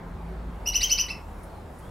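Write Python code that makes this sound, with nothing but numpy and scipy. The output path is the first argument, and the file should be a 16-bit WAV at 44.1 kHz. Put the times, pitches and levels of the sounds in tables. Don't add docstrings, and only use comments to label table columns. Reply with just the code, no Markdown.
import sys
import numpy as np
from scipy import signal
from scipy.fft import rfft, irfft
from scipy.io import wavfile
from scipy.ndimage import uniform_filter1d

SR = 44100
rng = np.random.default_rng(int(sys.argv[2]) if len(sys.argv) > 2 else 0)


def how_loud(loudness_db):
    steps = np.asarray(loudness_db, float) / 20
    return 10 ** steps


def generate_wav(sig):
    pcm = np.round(np.clip(np.atleast_2d(sig).T, -1, 1) * 32767).astype(np.int16)
    wavfile.write(sys.argv[1], SR, pcm)


N = 83790


def unit_rms(x):
    return x / np.sqrt(np.mean(x ** 2) + 1e-20)


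def read(points, hz):
    f, value = np.transpose(points)
    return np.interp(np.log(hz + 1), np.log(f + 1), value)


def add(mix, start_s, sound):
    part = mix[round(start_s * SR):][:len(sound)]
    part += sound[:len(part)]


def resonate(x, hz, width_hz):
    turn = np.exp(2j * np.pi * np.cumsum(hz * np.ones(len(x))) / SR)
    r = np.exp(-np.pi * width_hz / SR)
    return 2 * (turn * signal.lfilter([1 - r], [1, -r], x / turn)).real


def narrow_noise(noise, hz, width_hz):
    return unit_rms(resonate(resonate(noise, hz, width_hz), hz, width_hz))


def wash():
    # (frequency [Hz], density [dB per Hz])
    colour = [(15, -26), (25, -19.5), (58, -6), (97, -8.5), (130, -17), (170, -10), (263, -17),
              (373, -18.5), (531, -18.5), (887, -18.5), (962, -20), (2760, -39), (6210, -52.5),
              (11600, -54.5), (16000, -61)]
    # (frequency [Hz], left-right likeness [-1 to 1])
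    likeness = [(30, .9999), (60, 1), (125, 0.97), (250, 0.92), (500, 0.71), (1000, 0.73), (3000, 0.43),
                (8000, 0.89), (14000, 1)]
    # (time [s], level [dB])
    swell = [(0.0, -41.5), (0.344, -41.5), (0.428, -42), (1.856, -43.5), (1.9, -44)]
    # (time [s], level [dB])
    hiss = [(0, -0.5), (.5, 2), (.6, 3.5), (1.15, 6), (1.3, 6), (1.39, 6.5), (1.45, 8), (1.56, 5),
            (1.65, 3.5), (1.78, 7.5), (1.9, 9)]
    mean_db, patch_db = -42, 1.43
    hiss_from_hz, hiss_full_hz = 3000, 7000
    size, hop = 2048, 512

    frames, hz = N // hop + 5, np.fft.rfftfreq(size, 1 / SR)
    a, b, c, d, patches = rng.standard_normal((frames, len(hz), 5)).T
    patches = uniform_filter1d(patches, size=20, axis=0)
    patches = unit_rms(uniform_filter1d(patches, size=8, axis=1))

    same = np.clip(read(likeness, hz), -1, 1)[:, None]
    left = a + 1j * b
    right = same * left + np.sqrt(1 - same ** 2) * (c + 1j * d)
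    spectra = np.array([left, right]) * how_loud(read(colour, hz)[:, None] + patch_db * patches)

    hiss_share = np.clip((hz - hiss_from_hz) / (hiss_full_hz - hiss_from_hz), 0, 1)[:, None]
    spectra *= how_loud(hiss_share * np.interp(np.arange(frames) * hop / SR, *np.transpose(hiss)))
    noise = unit_rms(signal.istft(spectra, nperseg=size, noverlap=size - hop)[1][:, :N])
    level = np.interp(np.arange(N) / SR, *np.transpose(swell))
    return how_loud(mean_db + level - level.mean()) * noise


def engine():
    # (time [s], level [dB])
    low = [(0.0, -56), (0.084, -40.5), (0.178, -47), (0.344, -49), (0.512, -49), (0.776, -36), (1.026, -42),
           (1.136, -50), (1.37, -41.5), (1.798, -57), (1.9, -51)]
    mid = [(0.0, -48.5), (0.3, -37), (0.476, -37), (0.952, -46.5), (1.136, -47), (1.254, -63), (1.9, -51)]
    top = [(0.0, -56), (0.798, -51), (0.836, -49), (1.778, -52), (1.9, -49)]
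    hum = [(0.0, -57), (0.02, -47.5), (0.284, -41.5), (0.438, -52), (0.486, -40), (0.544, -58.5),
           (0.936, -51.5), (1.068, -57.5), (1.122, -80), (1.9, -63)]
    high = [(0.0, -61), (0.21, -55.5), (0.254, -75), (0.312, -45.5), (0.39, -54), (1.39, -81), (1.412, -60),
            (1.9, -64)]
    crest_s = 0.72

    t, out = np.arange(N) / SR, np.zeros(N)
    for hz, curve in zip((42.5, 54.5, 75.5, 169, 374), (low, mid, top, hum, high)):
        level = how_loud(np.interp(t, *np.transpose(curve)))
        out += np.sqrt(2) * level * np.cos(2 * np.pi * hz * (t - crest_s))
    return out


def leaves():
    # (start [s], level before attack and decay [dB], centre [Hz], t60 [s])
    ticks = [(.288, -63, 14000, 0.048), (1.063, -46.5, 10800, .05), (1.431, -52, 10400, 0.093),
             (1.786, -56, 10200, .12)]
    width_hz, attack_s = 3500, 0.0022

    out, t = np.zeros(N), np.arange(SR // 5) / SR
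    noises = rng.standard_normal((len(ticks), len(t)))
    for (start, db, hz, t60), noise in zip(ticks, noises):
        envelope = how_loud(db - 60 * t / t60) * np.minimum(t / attack_s, 1)
        add(out, start, envelope * narrow_noise(noise, hz, width_hz))
    return out


def whistle(length, glide, first_hz, top_hz, db, root_db, over_db, chance):
    # (multiple of the fundamental, level against the octave [dB])
    overtones = [(3, -36), (4, -23), (5, -24.5)]
    # (frequency [Hz], gain [dB])
    pipe = [(1800, -7), (2400, -7.5), (3000, -0.5), (3600, 4.5), (4500, -1), (5300, 0.5), (6200, -2.5),
            (8000, 10), (10000, 8.5), (12000, 3), (15500, -0.5)]
    onset_s, release_s = 0.005, 0.0039
    glide_bend, sag_hz_per_s, drop_hz_per_s = 1.5, 163, 63600
    wobble_share = 0.0045
    flutter_db, sweep_flutter_db = 1.2, 5
    breath_db, sweep_breath_db, root_width_hz = -25, 17, 400
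    swell_db, brighten_db = -13, -15.5

    t = np.arange(int((length + 5 * release_s) * SR)) / SR
    wobble, flutter = (unit_rms(uniform_filter1d(c, size=100))[:len(t)] for c in chance[:2])
    early = np.clip(1 - t / glide, 0, 1)
    after = np.maximum(t - length, 0)

    hz = top_hz - (top_hz - first_hz) * early ** glide_bend - sag_hz_per_s * t
    ragged = np.sqrt(np.clip(1 - hz / top_hz, 0, 1) * 2)
    hz = hz * (1 + wobble_share * wobble) - drop_hz_per_s * after
    hz = np.maximum(hz, first_hz / 2)
    phase = 2 * np.pi * np.cumsum(hz) / SR

    parts = [(1, root_db, -8), (2, 0.029, 0.0049)]
    parts += [(k, d + over_db + brighten_db * early, 11) for k, d in overtones]
    tone = 0
    for k, part_db, airy_db in parts:
        breath = narrow_noise(chance[2][:len(t)], k * hz, root_width_hz * np.sqrt(k))
        breath = how_loud(breath_db + airy_db + sweep_breath_db * ragged) * breath
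        sine = np.sqrt(2) * np.sin(k * phase)
        tone = tone + how_loud(part_db + read(pipe, k * hz)) * (sine + breath)

    edges = np.minimum(t / onset_s, 1) * np.exp(-after / release_s)
    level_db = db + swell_db * early + (flutter_db + sweep_flutter_db * ragged) * flutter
    return how_loud(level_db) * edges * tone


def single_echoes():
    # (delay [s], left gain [factor], right gain [factor])
    echoes = [(.0031, 0.8, 0.7), (.0072, -0.59, -0.43), (0.0106, 0.33, 0.33), (0.018, 0.22, 0.084),
              (.027, .3, .25), (0.043, 0.27, 0.17)]
    path = np.zeros((2, SR))
    path[:, 0] = 1
    for delay, left, right in echoes:
        path[:, round(delay * SR)] += left, right
    return path


def scattered_yard():
    # (frequency [Hz], t60 [s])
    decay = [(2000, 0.42), (3500, 0.22), (6000, 0.27), (14000, 0.22)]
    tail_db, tail_rise_s, same = -7.5, 0.035, 0.91
    near_db, near_t60 = 1.5, 0.083

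    spacing = 20
    at = np.arange(0, SR - spacing, spacing) + rng.integers(0, spacing, (2, SR // spacing - 1))
    taps = np.zeros((2, SR))
    np.put_along_axis(taps, at, rng.choice([-1., 1.], at.shape), 1)
    taps[1] = same * taps[0] + np.sqrt(1 - same ** 2) * taps[1]

    t = np.arange(SR) / SR
    hz, frame_s, spectra = signal.stft(taps, SR, nperseg=256)
    spectra = spectra * how_loud(-60 * frame_s / read(decay, hz)[:, None])
    tail = signal.istft(spectra, SR, nperseg=256)[1][:, :SR]
    tail = tail * (1 - np.exp(-(t / tail_rise_s) ** 2))
    near = taps * how_loud(-60 * t / near_t60)
    tail = how_loud(tail_db) * tail / np.linalg.norm(tail[0])
    return tail + how_loud(near_db) * near / np.linalg.norm(near[0])


def bird():
    # (start [s], length before release [s], glide [s], first pitch [Hz], top pitch [Hz],
    # level [dB], fundamental [dB], overtones [dB])
    notes = [(0.654, 0.039, 0.021, 2424, 2919, -31, 0.5, 3), (0.728, 0.04, .032, 1810, 2970, -26.5, 1, 0.5),
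             (0.803, 0.0421, 0.041, 1679, 3142, -24, -1.5, 2.5),
             (0.889, 0.0416, .034, 1828, 3026, -23, -3.5, -1),
             (.971, 0.04, .032, 1803, 2990, -27, -0.5, -1.5),
             (1.08, .030, .028, 1799, 2708, -37.5, 7, -0.5)]
    # (frequency [Hz], gain on the straight and single-echo path [dB])
    beam = [(1800, -8), (2500, -5), (2900, 0), (3300, 0), (3600, -8), (4800, -6), (5600, 0), (7000, 0),
            (10500, -4), (12000, 0)]
    pan_db = 0.4

    song = np.zeros(N)
    chances = rng.standard_normal((len(notes), 3, SR // 10))
    for (start, *settings), chance in zip(notes, chances):
        add(song, start, whistle(*settings, chance))
    beamed = irfft(rfft(song) * how_loud(read(beam, np.fft.rfftfreq(N, 1 / SR))), N)
    straight = signal.fftconvolve(beamed[None], single_echoes(), axes=1)[:, :N]
    scattered = signal.fftconvolve(song[None], scattered_yard(), axes=1)[:, :N]
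    return (straight + scattered) * how_loud(np.array([[pan_db / 2], [-pan_db / 2]]))


def far_bird():
    # (start [s], length [s], first pitch [Hz], last pitch [Hz], level before the fades [dB])
    calls = [(1.46, .21, 4280, 4080, -71), (1.80, .16, 3000, 3800, -66)]
    width_hz = 200

    out = np.zeros(N)
    noises = rng.standard_normal((len(calls), SR // 2))
    for (start, length, first_hz, last_hz, db), noise in zip(calls, noises):
        u = np.linspace(0, 1, int(length * SR))
        hz = first_hz + (last_hz - first_hz) * u
        fades = np.sqrt(np.sin(np.pi * u).clip(0))
        add(out, start, how_loud(db) * narrow_noise(noise[:len(u)], hz, width_hz) * fades)
    return out


def scene():
    return wash() + engine() + leaves() + bird() + far_bird()


def roll_off(x):
    return signal.sosfilt(signal.butter(12, 16730, fs=SR, output="sos"), x)


def record(dry):
    edge = signal.firwin(511, 15900, window=("kaiser", 9), fs=SR)
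    finished = signal.oaconvolve(dry, edge[None], "same")
    return roll_off(finished)


dry = scene()
out = record(dry)
generate_wav(out)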